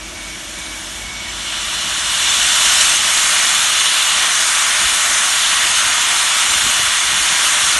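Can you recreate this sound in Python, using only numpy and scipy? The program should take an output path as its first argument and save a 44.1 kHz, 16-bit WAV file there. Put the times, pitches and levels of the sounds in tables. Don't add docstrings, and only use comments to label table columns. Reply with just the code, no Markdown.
import sys
import numpy as np
from scipy import signal
from scipy.fft import rfft, irfft, next_fast_len
from scipy.io import wavfile
from scipy.ndimage import uniform_filter1d, map_coordinates

SR = 44100
rng = np.random.default_rng(int(sys.argv[2]) if len(sys.argv) > 2 else 0)


def amplitude_ratio(level_db):
    exponent = np.asarray(level_db, float) / 20
    return 10 ** exponent


def wav_out(sig):
    wavfile.write(sys.argv[1], SR, np.round(np.clip(np.atleast_2d(sig).T, -1, 1) * 32767).astype(np.int16))


N = 343539
BLOCK = 1024

# start_s, steam_flow_db, pipe_ring_over_roar_db (wet steam damps the ring)
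DRAIN_COCKS = [(0, -39, -8), (.65, -37.5, 2), (1.12, -37.5, 1.5), (1.5, -30.5, 7), (2, -26.5, 5.5),
               (2.25, -23, 6), (2.8, -20, 5.5), (3, -22, 4), (3.34, -20.5, 0.5), (4.05, -21.5, 6),
               (4.55, -20.5, -5.5), (4.9, -20.5, 1.5), (5.14, -20.5, -9), (5.45, -21, 4.5), (6, -21, -0.5),
               (6.7, -21, 2.5), (7.1, -22, 1.5), (7.4, -20.5, 1)]


def unit(x):
    return x / np.sqrt(np.mean(x ** 2) + 1e-20)


def along(points, hz):
    f, v = np.transpose(points)
    return np.interp(np.log(hz + 1), np.log(f + 1), v)


def curves(rows):
    s, *columns = np.transpose(rows)
    t = np.arange(N) / SR
    return [np.interp(t, s, column) for column in columns]


def wobble(rate):
    coarse = np.arange(0, N + 64, 64)
    knots = rng.standard_normal(int(N * rate / SR) + 4)
    curve = map_coordinates(knots, [coarse * rate / SR])
    return np.interp(np.arange(N), coarse, curve)


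def filtered(x, response):
    m = next_fast_len(x.shape[-1] + 8192)
    spectrum = rfft(x, m) * response(np.fft.rfftfreq(m, 1 / SR))
    return irfft(spectrum, m)[..., :x.shape[-1]]


def modes(table):
    def response(f):
        total = 0
        for k, (centre, width, db) in enumerate(table):
            peak = 1j * f * width / (centre * centre - f * f + 1j * f * width)
            total = total + (-1) ** k * amplitude_ratio(db) * peak
        return total
    return response


def rush(response, patchy_db):
    z = signal.stft(rng.standard_normal(N), nperseg=512)[2]
    eddies = uniform_filter1d(rng.standard_normal(z.shape), size=6, axis=0)
    eddies = unit(uniform_filter1d(eddies, size=16, axis=1))
    noise = signal.istft(z * amplitude_ratio(patchy_db * eddies), nperseg=512)[1][:N]
    return unit(filtered(noise, response))


def blower():
    # pitch_hz, level_db per Hz
    chimney_color = [(260, -42), (450, -21), (644, -0.5), (730, -3), (830, -5), (970, -2), (1390, -15.5),
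                     (1670, 0), (2050, -11.5), (3000, -1.5), (3500, -1), (4680, -9), (5700, -3),
                     (9700, -18), (10300, -14), (12100, -13), (15700, -60)]
    # start_s, level_db
    draw = [(0, -35.5), (.5, -33), (1.3, -32.5), (2.8, -30), (7.79, -39)]
    return amplitude_ratio(curves(draw)[0]) * rush(lambda f: amplitude_ratio(along(chimney_color, f)), patchy_db=1.0)


def valve():
    # length_s, level_db, pitch_hz
    strokes = [
        (0.365, -46, 2280),
        (0.228, -39, 2250),
        (0.27, -41, 2275),
        (0.355, -34.5, 2240),
        (0.16, -38, 2220),
    ]
    first_s, stroke_s, edge_s = -.27, .41, .015
    between_db, quiet_s = -43, 1.63
    t = np.arange(N) / SR
    length, db, pitch = np.transpose(strokes)
    start = first_s + stroke_s * np.arange(len(strokes))
    end = start + length
    gates = np.clip(np.minimum(t - start[:, None], end[:, None] - t) / edge_s, 0, 1)
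    level = amplitude_ratio(db) @ gates + amplitude_ratio(between_db) * np.clip(quiet_s - t, 0, 1)
    hz = np.interp(t, start + length / 2, pitch) + 22 * wobble(90)
    phase = 2 * np.pi * np.cumsum(hz) / SR
    breath = unit(filtered(rng.standard_normal((2, N)), lambda f: 1 / (1 + (f / 110) ** 2)))
    return level * ((1 + .5 * breath[0]) * np.cos(phase) + .5 * breath[1] * np.sin(phase))


def undertone():
    # pitch_hz, level_db per Hz
    drone_color = [(12, -60), (24, -34), (36, -14), (44, -4), (51, 0), (62, -6), (78, -6), (90, -10),
                   (140, -13), (180, -40), (300, -120)]
    # pitch_hz, level_db per Hz
    draught_color = [(65, -31), (110, -9.5), (145, -6.5), (188, 3), (230, 0.5), (290, -4), (355, 0),
                     (420, -11.5), (495, -6.5), (534, -10.5), (600, -1.5), (700, -19), (1000, -120)]
    # start_s, share_of_cut
    turned = [
        (2.85, 0.086),
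        (3, 0.33),
        (4.1, 0.91),
    ]
    # centre_s, half_length_s, lift_db
    gusts = [(1.05, 0.074, 4.5), (1.3, 0.11, 3), (4.17, 0.11, 3), (4.86, 0.08, 11), (5.12, .07, 7),
             (5.658, 0.12, 7), (5.88, 0.063, 9), (6.14, 0.065, 5), (6.54, 0.061, 13), (6.67, 0.052, 12),
             (6.83, .07, 6), (7.16, .12, 12), (7.44, .06, 4), (7.66, .08, 8), (7.79, 0.041, 15)]
    drone_level_db, drone_cut_db = -42.5, -9.5
    draught_level_db, draught_cut_db, draught_gust_share = -42, -6, 0.46
    t = np.arange(N) / SR
    cut = curves(turned)[0]
    gust_db = sum(db * np.exp(-((t - s) / half) ** 2) for s, half, db in gusts)
    drone_db = drone_level_db + drone_cut_db * cut + gust_db
    draught_db = draught_level_db + draught_cut_db * cut + draught_gust_share * gust_db
    hum = rush(lambda f: amplitude_ratio(along(drone_color, f)), patchy_db=1.0)
    hum = unit(hum / np.sqrt(np.abs(uniform_filter1d(hum ** 2, size=4000)) + .15))
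    drone = amplitude_ratio(drone_db + 0.38 * wobble(6)) * hum
    draught = amplitude_ratio(draught_db) * rush(lambda f: amplitude_ratio(along(draught_color, f)), patchy_db=0.4)
    return drone + draught


def far_machines():
    # start_s, end_s, pitch_hz, level_db
    tones = [
        (-.3, 2.9, 50, -47),
        (-.3, 1.35, 317.3, -48.5),
        (1.25, 2.3, 317.3, -53),
        (2.2, 3.6, 317.3, -57),
        (.9, 2.1, 978, -53),
        (7.3, 7.62, 238, -52),
    ]
    fade_s = .08
    t = np.arange(N) / SR
    out = np.zeros(N)
    for start, end, hz, db in tones:
        swell = np.clip(np.minimum(t - start, end - t) / fade_s, 0, 1)
        level = amplitude_ratio(db + 3 + .8 * wobble(8))
        out += swell * level * np.sin(2 * np.pi * np.cumsum(hz + 1.5 * wobble(9)) / SR)
    return out


def near(f):
    # delay_ms, level_db
    surfaces = [(1.72, -20), (3.75, -23), (6.9, -25), (8.7, -24), (13.4, -24)]
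    blur_db = 2.1 * np.maximum(f - 3000, 0) / 1000
    return 1 + sum(amplitude_ratio(db - blur_db) * np.exp(-2j * np.pi * f * ms / 1000) for ms, db in surfaces)


def slugs(rate, fade_s):
    kicks = (rng.random(N) < rate / SR) * rng.exponential(size=N)
    kicks = uniform_filter1d(kicks, size=200)
    surge = signal.lfilter([1], [1, -np.exp(-1 / (fade_s * SR))], kicks)
    return unit(surge - surge.mean())


def fine_hiss(flow_db, surge):
    # pitch_hz, level_db per Hz
    fizz_color = [(2530, -21), (4300, -10.5), (4830, -5.5), (6540, 1.5), (7680, -2.5), (9410, -1),
                  (10400, -7.5), (11300, -8.5), (11800, -13), (12100, -19), (15700, -50), (22000, -120)]
    # start_s, level_db
    weep = [
        (0, -40),
        (.65, -35),
        (.98, -34.5),
        (1.12, -41),
        (1.5, -60),
    ]
    full_db, hiss_over_db, hiss_grows = -20.5, 4, 1.36
    cloud_s, cloud_grows_s, cloud_db = 3.28, 0.31, -1.5
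    t = np.arange(N) / SR
    dulled_db = cloud_db * (1 - np.exp(-np.maximum(t - cloud_s, 0) / cloud_grows_s))
    jet_db = full_db + hiss_over_db + hiss_grows * (flow_db - full_db) + dulled_db
    level = np.hypot(amplitude_ratio(jet_db), amplitude_ratio(curves(weep)[0]))
    return level * amplitude_ratio(0.8 + 0.14 * surge) * rush(lambda f: near(f) * amplitude_ratio(along(fizz_color, f)), patchy_db=1.06)


def roar(flow_db, surge):
    # pitch_hz, level_db per Hz
    roar_color = [(150, -49), (250, -28), (357, -14), (410, -40), (490, -16.5), (549, -29), (608, -10),
                  (890, -6.5), (1250, 0), (1700, -0.5), (1860, 1), (2650, -1), (3380, 0.5), (4520, -7),
                  (5200, -22), (6760, -20), (11400, -120)]
    # pitch_hz, width_hz, level_db
    hollow = [(590, 28, -5), (957, 27, 0), (1120, 20, -3.5), (1440, 210, -4), (1560, 130, -4),
              (1950, 39, -5.5), (2170, 83, -12)]

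    def color(f):
        boxed = np.sqrt(1 + 3 * np.abs(modes(hollow)(f)) ** 2)
        return near(f) * boxed * amplitude_ratio(along(roar_color, f))
    return amplitude_ratio(flow_db + 3.0 + 0.21 * surge) * rush(color, patchy_db=0.6)


def pipe_ring(ring_db, surge):
    # pitch_hz, width_hz, level_db
    nozzle = [(3034, 380, -0.5), (3500, 310, 0.5), (4180, 720, -4), (2566, 360, -6)]
    return amplitude_ratio(ring_db - 3 + 0.27 * surge) * rush(lambda f: near(f) * modes(nozzle)(f) ** 2, patchy_db=1.0)


def slit_song(flow_db, surge):
    # pitch_hz, width_hz, level_db
    slit = [(5600, 1100, -1.5), (6500, 700, -1), (7050, 800, -1), (8400, 1200, -4)]
    from_s, to_s, fade_s = 1.1, 2.83, .4
    over_flow_db, left_db = -2.5, -11
    t = np.arange(N) / SR
    half_open = np.clip(1 + np.minimum(t - from_s, to_s - t) / fade_s, 0, 1)
    sing_db = flow_db + over_flow_db + left_db * (1 - half_open)
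    return amplitude_ratio(sing_db + .6 * surge) * rush(lambda f: modes(slit)(f) ** 2, patchy_db=.8)


def jets():
    flow_db, ring_over_db = curves(DRAIN_COCKS)
    surge = slugs(rate=8, fade_s=0.012)
    steam = fine_hiss(flow_db, surge) + roar(flow_db, surge)
    return steam + pipe_ring(flow_db + ring_over_db, surge) + slit_song(flow_db, surge)


def wind():
    # centre_s, peak_db, pitch_hz
    pops = [(4.86, -34.5, 55), (6.514, -37, 170), (6.559, -29, 210), (6.645, -29, 110), (6.662, -29, 400),
            (6.667, -24, 210), (6.796, -27, 380), (6.799, -30, 120), (6.842, -30, 100), (6.883, -34, 90),
            (7.327, -32, 160), (7.635, -31.5, 170), (7.69, -32, 150), (7.765, -30, 300)]
    out = np.zeros(N)
    t = np.arange(-BLOCK, BLOCK) / SR
    for s, db, hz in pops:
        i = round(s * SR) - BLOCK
        out[i:i + 2 * BLOCK] -= amplitude_ratio(db) * np.cos(2 * np.pi * hz * t) * np.exp(-(1.3 * hz * t) ** 2)
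    return out


def scene():
    mono = blower() + valve() + undertone() + far_machines() + jets() + wind()
    return np.array([mono, mono])


def starved(x, weak_db):
    shape = dict(fs=SR, nperseg=2 * BLOCK, noverlap=3 * BLOCK // 2)
    hz, t, z = signal.stft(x, **shape)
    power = np.abs(z) ** 2
    cell = uniform_filter1d(uniform_filter1d(power, size=2, axis=0), size=3, axis=1)
    around = uniform_filter1d(uniform_filter1d(power, size=40, axis=0), size=8, axis=1)
    bar_db = weak_db + np.interp(hz, [1500, 3500, 7500, 9500, 10500], [-30, -2.5, -.5, 0, 1.3])
    jumps = np.clip(rng.normal(0.3, .6, len(t) // 3 + 1), 0, 1.2)
    edge_hz = 11740 + 300 * np.repeat(jumps, 3)[:len(t)]
    keep = (cell > around * amplitude_ratio(2 * bar_db)[:, None]) * (hz[:, None] < edge_hz)
    return signal.istft(z * keep, **shape)[1][:N]


def band(x, s, length_s, low_hz, high_hz):
    n = round(length_s * SR)
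    i = round(s * SR) - n // 2
    piece = filtered(x[i - BLOCK:i + n + BLOCK], lambda f: (f > low_hz) * (f < high_hz))
    return i, piece[BLOCK:BLOCK + n]


def dropouts(mono):
    # centre_s, length_s, low_hz, high_hz, loss_db
    holes = [(1.185, 0.13, 9950, 10600, -30), (1.581, .05, 9770, 10900, -16),
             (3.025, 0.18, 10350, 11000, -40), (4.1, 0.055, 10200, 11000, -15),
             (4.598, .07, 10050, 10250, -14), (6.05, .05, 10000, 10400, -7.5)]
    out = mono.copy()
    for s, length_s, low_hz, high_hz, loss_db in holes:
        i, piece = band(out, s, length_s, low_hz, high_hz)
        out[i:i + len(piece)] -= (1 - amplitude_ratio(loss_db)) * signal.windows.tukey(len(piece), .6) * piece
    return out


def wide_patches(mono):
    # centre_s, low_hz, high_hz, level_db
    splits = [(.535, 8900, 11050, -4), (1.301, 5180, 7650, -2), (1.998, 5550, 6950, -3),
              (1.998, 9550, 11750, -4), (2.045, 4580, 6370, -6), (2.114, 4170, 5180, -4),
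              (2.3, 5550, 6950, -2), (3.438, 4620, 6300, -2), (3.485, 4200, 6350, -5),
              (3.925, 8200, 11100, -3), (4.065, 5130, 6320, -2), (4.065, 9550, 11000, -6),
              (4.622, 6800, 8350, -3), (5.505, 5150, 6200, -2), (5.806, 7500, 9050, -3),
              (5.806, 4170, 5200, -7), (6.502, 6240, 7650, -2), (6.502, 10250, 11750, -4),
              (7.06, 9550, 11100, -2), (7.385, 10250, 11750, 1.5), (7.408, 10250, 11750, -2)]
    earlier = np.roll(mono, 3 * BLOCK)
    side = np.zeros(N)
    for s, low_hz, high_hz, db in splits:
        i, piece = band(earlier, s, 2 * BLOCK / SR, low_hz, high_hz)
        side[i:i + len(piece)] += amplitude_ratio(db) * np.hanning(len(piece)) ** 0.55 * piece
    return side


def roll_off(x):
    return signal.sosfilt(signal.butter(12, 13020, fs=SR, output="sos"), x)


def record(dry):
    squeezed = dry[0] / (1 + np.abs(dry[0] / .95) ** 6) ** (1 / 6)
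    mono = dropouts(starved(squeezed, weak_db=-2.5))
    side = wide_patches(mono)
    return roll_off(np.array([mono + side, mono - side]))


dry = scene()
out = record(dry)
wav_out(out)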